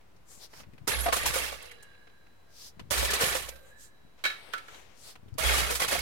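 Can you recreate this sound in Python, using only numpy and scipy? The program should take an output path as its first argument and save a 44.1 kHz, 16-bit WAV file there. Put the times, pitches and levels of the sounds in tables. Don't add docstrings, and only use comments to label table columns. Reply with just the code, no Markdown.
import sys
import numpy as np
from scipy import signal
from scipy.fft import rfft, irfft, next_fast_len
from scipy.io import wavfile
from scipy.ndimage import uniform_filter1d

SR = 44100
rng = np.random.default_rng(int(sys.argv[2]) if len(sys.argv) > 2 else 0)


def int16_out(signal):
    q = np.round(np.clip(np.atleast_2d(signal).T, -1, 1) * 32767)
    wavfile.write(sys.argv[1], SR, q.astype(np.int16))


N = 265035

LEAD_S = .004


def amp(db):
    return 10 ** (np.asarray(db) / 20)


def evened(x):
    return x / np.sqrt(np.mean(x ** 2, axis=-1, keepdims=True) + 1e-20)


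def shaped(x, points):
    hz, db = np.transpose(points)
    length = x.shape[-1]
    size = next_fast_len(length)
    f = np.fft.rfftfreq(size, 1 / SR)
    gain = amp(np.interp(np.log(f + 1), np.log(hz + 1), db))
    return irfft(rfft(x, size) * gain, size)[..., :length]


def band(x, lo_hz, hi_hz):
    edges = [lo_hz, min(hi_hz, .45 * SR)]
    return signal.sosfilt(signal.butter(2, edges, "band", fs=SR, output="sos"), x)


def resonate(x, hz, width):
    turn = np.exp(2j * np.pi * np.cumsum(hz * np.ones(x.shape[-1])) / SR)
    r = np.exp(-np.pi * width / SR)
    smooth = signal.lfilter([1 - r], [1, -r], x / turn + 1e-18)
    return 2 * (turn * smooth).real


def unroll(rows):
    s, *columns = np.transpose(rows)
    t = np.arange(s[0], s[-1], 1 / SR)
    return s[0], [np.interp(t, s, c) for c in columns]


def add(mix, s, sound, pan_db=0, lead_s=LEAD_S):
    share = np.sqrt(np.cosh(pan_db * np.log(10) / 20) / 2)
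    for k, side in enumerate((1, -1)):
        start = max(round((s - (1 - k) * lead_s) * SR), 0)
        part = mix[k, start:][:sound.shape[-1]]
        part += (sound[k] * amp(side * pan_db / 2) / share)[:len(part)]


def pair(size, same):
    a, b = rng.standard_normal((2, size))
    same = np.clip(same, 0, 1)
    return np.array([a, same * a + np.sqrt(1 - same ** 2) * b])


# (frequency [Hz], level per Hz [dB])
AIR_COLOUR = [(10, -45), (30, -11), (60, -2.5), (110, -9.5), (250, -18), (450, -20.5), (1400, -22.5),
              (3400, -32), (8000, -38.5), (16500, -39)]
AIR_DB, AIR_PAN_DB = -63, 1
# (start [s], full [s], fading from [s], level [dB])
SWING_WIND = [(0.447, 0.626, 1.29, -52), (2.672, 2.78, 3.33, -48.5), (5.046, 5.32, 6.01, -50)]
CALM_DB, WIND_FADE_DB_PER_S = -74.5, 110


def outdoors():
    air = amp(AIR_DB) * evened(shaped(pair(N, 0.035), AIR_COLOUR))
    air = air * amp([[AIR_PAN_DB / 2], [-AIR_PAN_DB / 2]])
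    t = np.arange(N) / SR
    swings = []
    for start, full, fading, db in SWING_WIND:
        swell_db = np.interp(t, [start, full], [CALM_DB, db])
        swings.append(swell_db - WIND_FADE_DB_PER_S * np.maximum(t - fading, 0))
    lumps = amp(9 * evened(band(rng.standard_normal(N), 0.53, 36)))
    rumble = band(pair(N, 0), 24, 123)
    gusts = evened(band(rumble * lumps, 37, 390)) * amp([[5], [-6]])
    return air + gusts * amp(np.max(swings, 0))


# (time [s], level [dB], pitch [Hz], body re click ring [dB], pan [dB])
BITS = [(.012, -59, 2200, 2, -6), (0.121, -67, 3000, -11, 1), (.168, -60, 5100, -6, 3),
        (0.537, -43, 2440, 19, -7), (0.605, -43.5, 2620, 8, -3), (0.638, -47, 1980, 20, 0),
        (0.739, -55, 2000, -13, 7), (0.784, -48.5, 2210, 4, 1), (1.558, -41, 2890, -9, -9),
        (1.6261, -41, 8600, -21, -8), (1.6577, -44.5, 4370, -19, -4), (1.716, -37.5, 1980, -27, -5),
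        (1.83, -42.5, 8400, -10, -3), (1.951, -52, 2210, 6, 1.5), (2.0754, -49.5, 2230, 20, -1.5),
        (2.1, -56, 2560, 10, 1.5), (2.2694, -54, 1970, 10, -4), (2.402, -68, 2474, -3, 0),
        (2.799, -37, 2720, 5.5, 1), (3.56, -47, 4200, -11, -6), (3.593, -54, 3920, -2, -4.5),
        (5.1588, -44, 2620, 6, 0), (5.287, -55.5, 2790, -17, 0), (5.3448, -56, 4970, -9, 9)]


def ticks(mix):
    t = np.arange(round(.08 * SR)) / SR
    for s, db, hz, body_db, pan_db in BITS:
        fade = amp(-60 * t / .03) + amp(-12 - 60 * t / .12)
        click = pair(len(t), .3) * fade
        tick = evened(resonate(click, hz, 0.3 * hz))
        tick = tick + 0.27 * evened(band(click, 1300, 12500))
        tick = tick + amp(body_db) * evened(band(click, 200, 2450))
        add(mix, s, amp(db) * tick / abs(tick).max(), pan_db)


# (loudest at [s], rise [s], fall [s], level [dB], centre [Hz],
# scrape re hiss [dB], pan [dB])
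FRICTION = [(0.326, 0.067, 0.14, -56, 7300, -10, 6), (0.443, 0.061, 0.044, -52.5, 4700, -10.5, 6.5),
            (.598, 0.12, 0.051, -57, 5100, -3, -1.5), (2.664, 0.17, 0.059, -52.5, 5230, -15, 2),
            (3.687, 0.082, 0.07, -67, 7250, -1, 3), (3.829, 0.065, 0.081, -57, 7500, -38, -2.5),
            (4.19, 0.017, 0.088, -77, 5400, 12, -3), (4.47, .25, 0.32, -65, 8400, 7, 11),
            (4.758, .16, 0.14, -61.5, 6000, 4.5, 4.5), (4.88, 0.13, 0.25, -74, 5400, 8.5, 10),
            (5.02, .09, 0.071, -63, 6070, -22, 7), (5.08, .13, 0.083, -57.5, 8500, -23, 8),
            (5.09, .09, 0.076, -55, 4300, -6.5, -0.5)]
SLIDE_FADE_DB = -25.5


def slides(mix):
    for s, rise, fall, db, hz, scrape_db, pan_db in FRICTION:
        t = np.arange(-1.5 * rise, 1.5 * fall, 1 / SR)
        roughness = evened(uniform_filter1d(rng.standard_normal(len(t)), size=60))
        grit = pair(len(t), 0) * (0.5 + 0.062 * roughness)
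        centre = evened(resonate(resonate(grit, hz, 3000), hz, 3000))
        hiss = evened(centre + .8 * evened(band(grit, 3000, 14000)))
        scrape = amp(scrape_db) * evened(band(grit, 310, 4070))
        shape = amp(SLIDE_FADE_DB * np.maximum(-t / rise, t / fall) ** 2.15)
        add(mix, s + t[0], amp(db) * (hiss + scrape) * shape, pan_db)


# (start [s], level [dB], pitch [Hz])
GUST_PUSHES = [(.812, -39.5, 118), (0.835, -43, 120), (2.829, -41, 105), (5.321, -32, 99.5)]


def thumps(mix):
    for s, db, hz in GUST_PUSHES:
        t = np.arange(round(2.8 / hz * SR)) / SR
        push = amp(db) * np.sin(2 * np.pi * hz * t) * np.hanning(len(t))
        add(mix, s, np.outer([1, .1], push))


HAMMER_TIMES = [0.875, 2.908, 5.384]
STRIKE_PAN_DB, STRIKE_PAN_S, SETTLED_PAN_DB, DRIFT_DB_PER_S = -14.5, 0.03, -1.05, -6


def balance(s):
    latest = np.searchsorted(HAMMER_TIMES, s + .01) - 1
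    since = s - np.take(HAMMER_TIMES, latest)
    strike = STRIKE_PAN_DB * np.exp(-(since / STRIKE_PAN_S) ** 2)
    return SETTLED_PAN_DB + strike + DRIFT_DB_PER_S * since


def clinks(size, count, per_s, t60, spread_db):
    t, out = np.arange(round(.08 * SR)) / SR, np.zeros((2, size))
    for hz in np.geomspace(400, 12000, count) * rng.uniform(1.0, 1.05, count):
        strength = amp(spread_db * np.minimum(rng.exponential(1, size), 4))
        hits = strength * (rng.random(size) < per_s / count / SR)
        fade = amp(-60 * t / t60 * (hz / 1500) ** 0.31)
        ring = np.sin(2 * np.pi * hz * t + 2 * np.pi * rng.random((2, 1))) * fade
        ring = ring * amp(2 * rng.standard_normal((2, 1)))
        out += signal.oaconvolve(hits[None], ring, axes=1)[:, :size]
    return evened(out)


# (time [s], level [dB], treble re level [dB])
RATTLE_LEVELS = [
    [(.876, -38, -3), (.935, -35, -7), (1.05, -43, -0.5), (1.118, -45, -12), (1.14, -37, -3),
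     (1.24, -38.5, -5.5), (1.29, -35.5, -16), (1.33, -40.5, -4), (1.375, -36.5, -3), (1.45, -38.5, -6.5),
     (1.6, -53.5, -18), (1.66, -54, -7), (1.8, -66.5, -14), (2.2, -81.5, -11)],
    [(2.909, -37.5, 2), (2.95, -36.5, -26), (3.05, -40, -9), (3.12, -35.5, -25), (3.19, -36, -5),
     (3.225, -33, -9.5), (3.28, -34.5, -2.5), (3.34, -36, -9), (3.39, -41.5, -6.5), (3.48, -49.5, -5),
     (3.6, -68.5, -4.5), (3.8, -80, -3)],
    [(5.384, -45, -24), (5.44, -31.5, -6.5), (5.52, -31.5, -8), (5.6, -33, -8), (5.7, -37, -8),
     (5.79, -50, 2), (5.81, -38.5, -9), (5.845, -32, -6), (5.875, -43, -9), (5.92, -32, -5),
     (6.01, -39.5, -18)],
]
# (frequency [Hz], level per Hz [dB])
DEBRIS_COLOUR = [(100, 34), (500, 7), (2000, 0.5), (11000, -3.5), (16500, -20)]
# (pitch [Hz], width setting [Hz], level [dB])
PANELS = [(388.5, 20, -3), (480, 50, -24), (597, 160, 0), (687, 44, -1), (850, 77, 5.5), (1111, 26, 11.5),
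          (1410, 91, -33), (1830, 97, -12), (2060, 27, -11), (3300, 20, -5), (3800, 53, -12)]
CLANG_DB, THUD_DB = -6.5, -21.5


def rattle(mix):
    for rows in RATTLE_LEVELS:
        s, (db, treble_db) = unroll(rows)
        size = len(db)
        strength = amp(1.7 * np.minimum(rng.exponential(1, size), 5))
        hits = strength * (rng.random(size) < 600 / SR)
        bursts = 0.59 + evened(signal.lfilter([1], [1, -np.exp(-1 / (0.0015 * SR))], hits))
        drive = pair(size, 0.037) * bursts
        panels = evened(sum(amp(d) * resonate(drive, f, 1.24 * w) for f, w, d in PANELS))
        parts = clinks(size, count=36, per_s=900, t60=0.035, spread_db=-1.5)
        fizz = evened(shaped(drive, DEBRIS_COLOUR)) + 0.33 * shaped(parts, DEBRIS_COLOUR)
        low = evened(band(1.6 * panels + fizz, 370, 1160)) * amp(CLANG_DB)
        middle = evened(band(0.31 * panels + fizz, 1415, 5370))
        treble = evened(band(fizz, 8400, 24000)) * amp(treble_db)
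        thud = evened(band(drive, 54, 416)) * amp(THUD_DB) * amp([[-4], [3]])
        edge = signal.windows.tukey(size, 0.0007 * SR / size)
        sound = amp(db) * (low + middle + treble + thud) * edge
        add(mix, s, sound, balance(s + np.arange(size) / SR))


# (time [s], level [dB], clang pitch [Hz], crack re level [dB],
# decay setting [s])
CASE_HITS = [(0.876, -24.5, 402, 3.5, 0.13), (1.063, -19.5, 702, -24, 0.19), (1.087, -19, 666, -20, 0.1),
             (1.129, -17.5, 1134, -4, 0.14), (1.167, -27.5, 480, 4, 0.072), (1.261, -24.5, 865, 5.5, 0.12),
             (1.34, -30.5, 1460, 5.5, 0.18), (1.36, -26.5, 522, -1.5, 0.28), (1.44, -41, 1500, 9.5, 0.25),
             (1.525, -32, 575, -8, 0.085), (2.908, -29.5, 584, 8.5, 0.36), (2.979, -33.5, 2260, 9.5, 0.21),
             (3.028, -28, 593, 2.5, 0.25), (3.05, -36.5, 2600, 15, 0.073),
             (3.109, -37.5, 1480, 16.5, 0.053), (3.137, -28, 445, 8.5, 0.083),
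             (3.21, -26.5, 470, 5.5, 0.26), (3.228, -26.5, 520, 0.5, .15), (3.262, -35.5, 1420, 7.5, 0.36),
             (3.352, -25.5, 522, 0.5, .15), (3.49, -36.5, 570, 5.5, 0.029), (5.383, -25.5, 646, 2, 0.31),
             (5.466, -33.5, 2340, 9, 0.34), (5.537, -25.5, 1174, 2, .2), (5.58, -36, 1250, 12, 0.27),
             (5.706, -28.5, 474, 4, 0.22), (5.754, -37, 2520, 15, 0.055), (5.802, -25.5, 1120, 4, 0.085),
             (5.82, -21.5, 2021, -2, 0.1), (5.883, -36.5, 2600, 13, .1), (5.924, -23, 574, 0.5, .2),
             (5.954, -25.5, 710, -20, 0.14), (5.99, -32.5, 1500, 5.5, 0.078)]
BLUNT_SHARE, CRACK_SHARE = 0.46, 1.74
CLANG_SPREAD = 6.9
KNOCK_PAN_DB, CRACK_PAN_DB = -1.6, 0


def knocks(mix):
    t = np.arange(round(.25 * SR)) / SR
    for s, db, hz, crack_db, decay in CASE_HITS:
        blow = pair(len(t), 0.67) * amp(-60 * t / (BLUNT_SHARE * decay))
        neighbours = evened(sum(amp(d) * resonate(blow, f, w) for f, w, d in PANELS))
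        clang = evened(resonate(blow, hz, CLANG_SPREAD / decay)) + 0.55 * neighbours
        clang = clang + 0.35 * evened(band(blow, 395, 2470))
        crack = band(pair(len(t), 0.71), 670, 12600) * amp(-60 * t / (CRACK_SHARE * decay))
        add(mix, s, amp(db) * clang / abs(clang).max(), balance(s + t) + KNOCK_PAN_DB)
        add(mix, s, amp(db + crack_db) * crack / abs(crack).max(), balance(s + t) + CRACK_PAN_DB)


# (time [s], level [dB])
JOLTS = [(0.898, -34), (1.17, -41), (1.34, -51), (2.92, -37), (3.24, -49), (3.37, -54.5), (5.39, -31.5),
         (5.55, -39), (5.72, -61), (5.86, -49.5), (5.95, -39)]
STAND_HZ, SWAY_RISE_S, SWAY_T60 = 63.1, 0.074, 0.8


def shudder(mix):
    t = np.arange(N) / SR
    jolt_s, jolt_db = np.array(JOLTS)[:, :1], np.array(JOLTS)[:, 1:]
    since = np.maximum(t - jolt_s, 0)
    fade = amp(jolt_db - 60 * np.maximum(since - SWAY_RISE_S, 0) / SWAY_T60)
    jolts = fade * np.minimum(since / SWAY_RISE_S, 1) ** 2
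    rumble = evened(band(band(rng.standard_normal(N), 36, 77), 36, 77))
    sway = np.sqrt(2) * np.sin(2 * np.pi * STAND_HZ * t) + 0.35 * rumble
    strength = np.sqrt((jolts ** 2).sum(0))
    add(mix, 0, np.outer([.03, 1.4], strength * sway), lead_s=0)


# (time [s], level [dB], pitch [Hz], time to fade by 60 dB [s])
STEEL_CHIMES = [(.925, -41.5, 11040, 0.5), (.99, -24, 9300, 0.026), (1.005, -27, 11200, 0.044),
                (1.015, -39, 11530, 0.24), (1.032, -33, 9160, 0.033), (1.047, -41, 8860, 0.23)]


def chimes(mix):
    t = np.arange(round(.09 * SR)) / SR
    for s, db, hz, t60 in STEEL_CHIMES:
        tone = np.sin(2 * np.pi * hz * t) + 0.51 * evened(resonate(pair(len(t), 0), hz, 57))
        add(mix, s, tone * amp(db - 60 * t / t60) * signal.windows.tukey(len(t), .1), -8)


# (start [s], pitch [Hz], level [dB], time to fade by 60 dB [s])
PANEL_RINGS = [(1.32, 10720, -69, 1.5), (1.519, 3978, -69.5, 3.9), (1.5, 476, -72, 1.4),
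               (1.6, 2866, -65.5, 1.3), (1.7, 1680, -64, 1.6), (1.72, 1604, -67, 2.75),
               (3.339, 11860, -55.5, 0.66), (3.4, 3940, -73, 5.5), (3.42, 532, -68, 0.83),
               (3.42, 1576, -68, 1.3), (3.6, 1654, -66.5, 1.3), (3.63, 1732, -70, .75),
               (3.66, 1740, -69, 0.94)]
RING_STOPS = (2.9, 4.2)
SWELL_S = .12


def rings(mix):
    for s, hz, db, t60 in PANEL_RINGS:
        end = min(e for e in RING_STOPS if e > s)
        t = np.arange(s, end, 1 / SR) - s
        fuzz = 1300 / hz * evened(resonate(pair(len(t), 0), hz, 36))
        tone = np.sin(2 * np.pi * (hz * t + rng.random((2, 1)))) + fuzz
        swell = np.minimum(t / SWELL_S, 1) ** 2
        fade = amp(-60 * np.maximum(t - SWELL_S, 0) / t60)
        shape = swell * fade * signal.windows.tukey(len(t), .02)
        add(mix, s, amp(db) * tone * shape, -6.5)


# (pitch [Hz], level [dB], ring length setting [s])
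BRACKET_MODES = [(1300, -28, 0.25), (1344, 6, 0.31), (1470, 10.5, 0.023), (1722, 9, 0.041),
                 (2214, 3.5, 0.086), (2230, -8, 0.93), (2280, -23, 0.046), (2850, -23, 0.068),
                 (3150, -1.5, 0.043), (3840, 8, 0.046), (3860, -4, 0.21), (5100, -12.5, 0.28),
                 (6250, -28, 0.11)]
# (time [s], level [dB], crack re ring [dB], favoured pitch [Hz],
# time for the chatter to fade by 60 dB [s])
BRACKET_DROPS = [(4.239, -23.5, -11, 2300, 0.056), (4.251, -20.5, -31, 2490, 0.13),
                 (4.266, -29, -27, 3900, 0.028), (4.299, -33, -26, 1830, 0.24),
                 (4.528, -41, -19, 2000, 0.025), (4.535, -26, -16, 1330, 0.039),
                 (4.58, -39, -6, 2190, 0.04), (4.682, -44.5, -11, 1400, 0.063),
                 (4.744, -46.5, -15, 3040, 0.059)]
DROP_PAN_DB = -4


def bracket(mix):
    t = np.arange(round(.5 * SR)) / SR
    for s, db, crack_db, spot_hz, t60 in BRACKET_DROPS:
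        hit = amp(-60 * t / t60)
        chatter = pair(len(t), 0.067) * (hit + amp(-14.0 - 60 * t / 0.36))
        ring = 0
        for f, d, length in BRACKET_MODES:
            near = amp(d - 17.6 * abs(np.log2(f / spot_hz)))
            ring = ring + near * np.sqrt(length) * resonate(chatter, f, 3.7 / length)
        wash = band(chatter, 1400, 3560)
        crack = band(pair(len(t), .1), 3200, 11000) * (hit + amp(-22 - 60 * t / 0.15))
        thud = band(chatter, 333, 1280)
        parts = ring / abs(ring).max() + 0.36 * wash / abs(wash).max()
        parts = parts + amp(crack_db) * crack / abs(crack).max()
        parts = parts + 0.14 * thud / abs(thud).max()
        add(mix, s, amp(db) * parts, DROP_PAN_DB, lead_s=-.002)


def scene():
    mix = outdoors()
    for source in (ticks, slides, thumps, rattle, knocks, shudder, chimes, rings, bracket):
        source(mix)
    return mix


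# (frequency [Hz], gain [dB])
SHIRT_COLOUR = [(20, -10), (450, 5), (900, 2), (1400, -1.5), (2100, 1.5), (4500, 1), (8000, -1.5),
                (12000, -2.5), (16500, -7)]
OFFSET = -0.0016
EDGE_HZ = 16400


def record(dry):
    both = np.array([shaped(dry[0], SHIRT_COLOUR), dry[1]])
    both = 0.45 * np.tanh(both / 0.36) + OFFSET
    lowpass = signal.firwin(511, EDGE_HZ, window=("kaiser", 9), fs=SR)
    return signal.oaconvolve(both, lowpass[None], "same")


dry = scene()
out = record(dry)
int16_out(out)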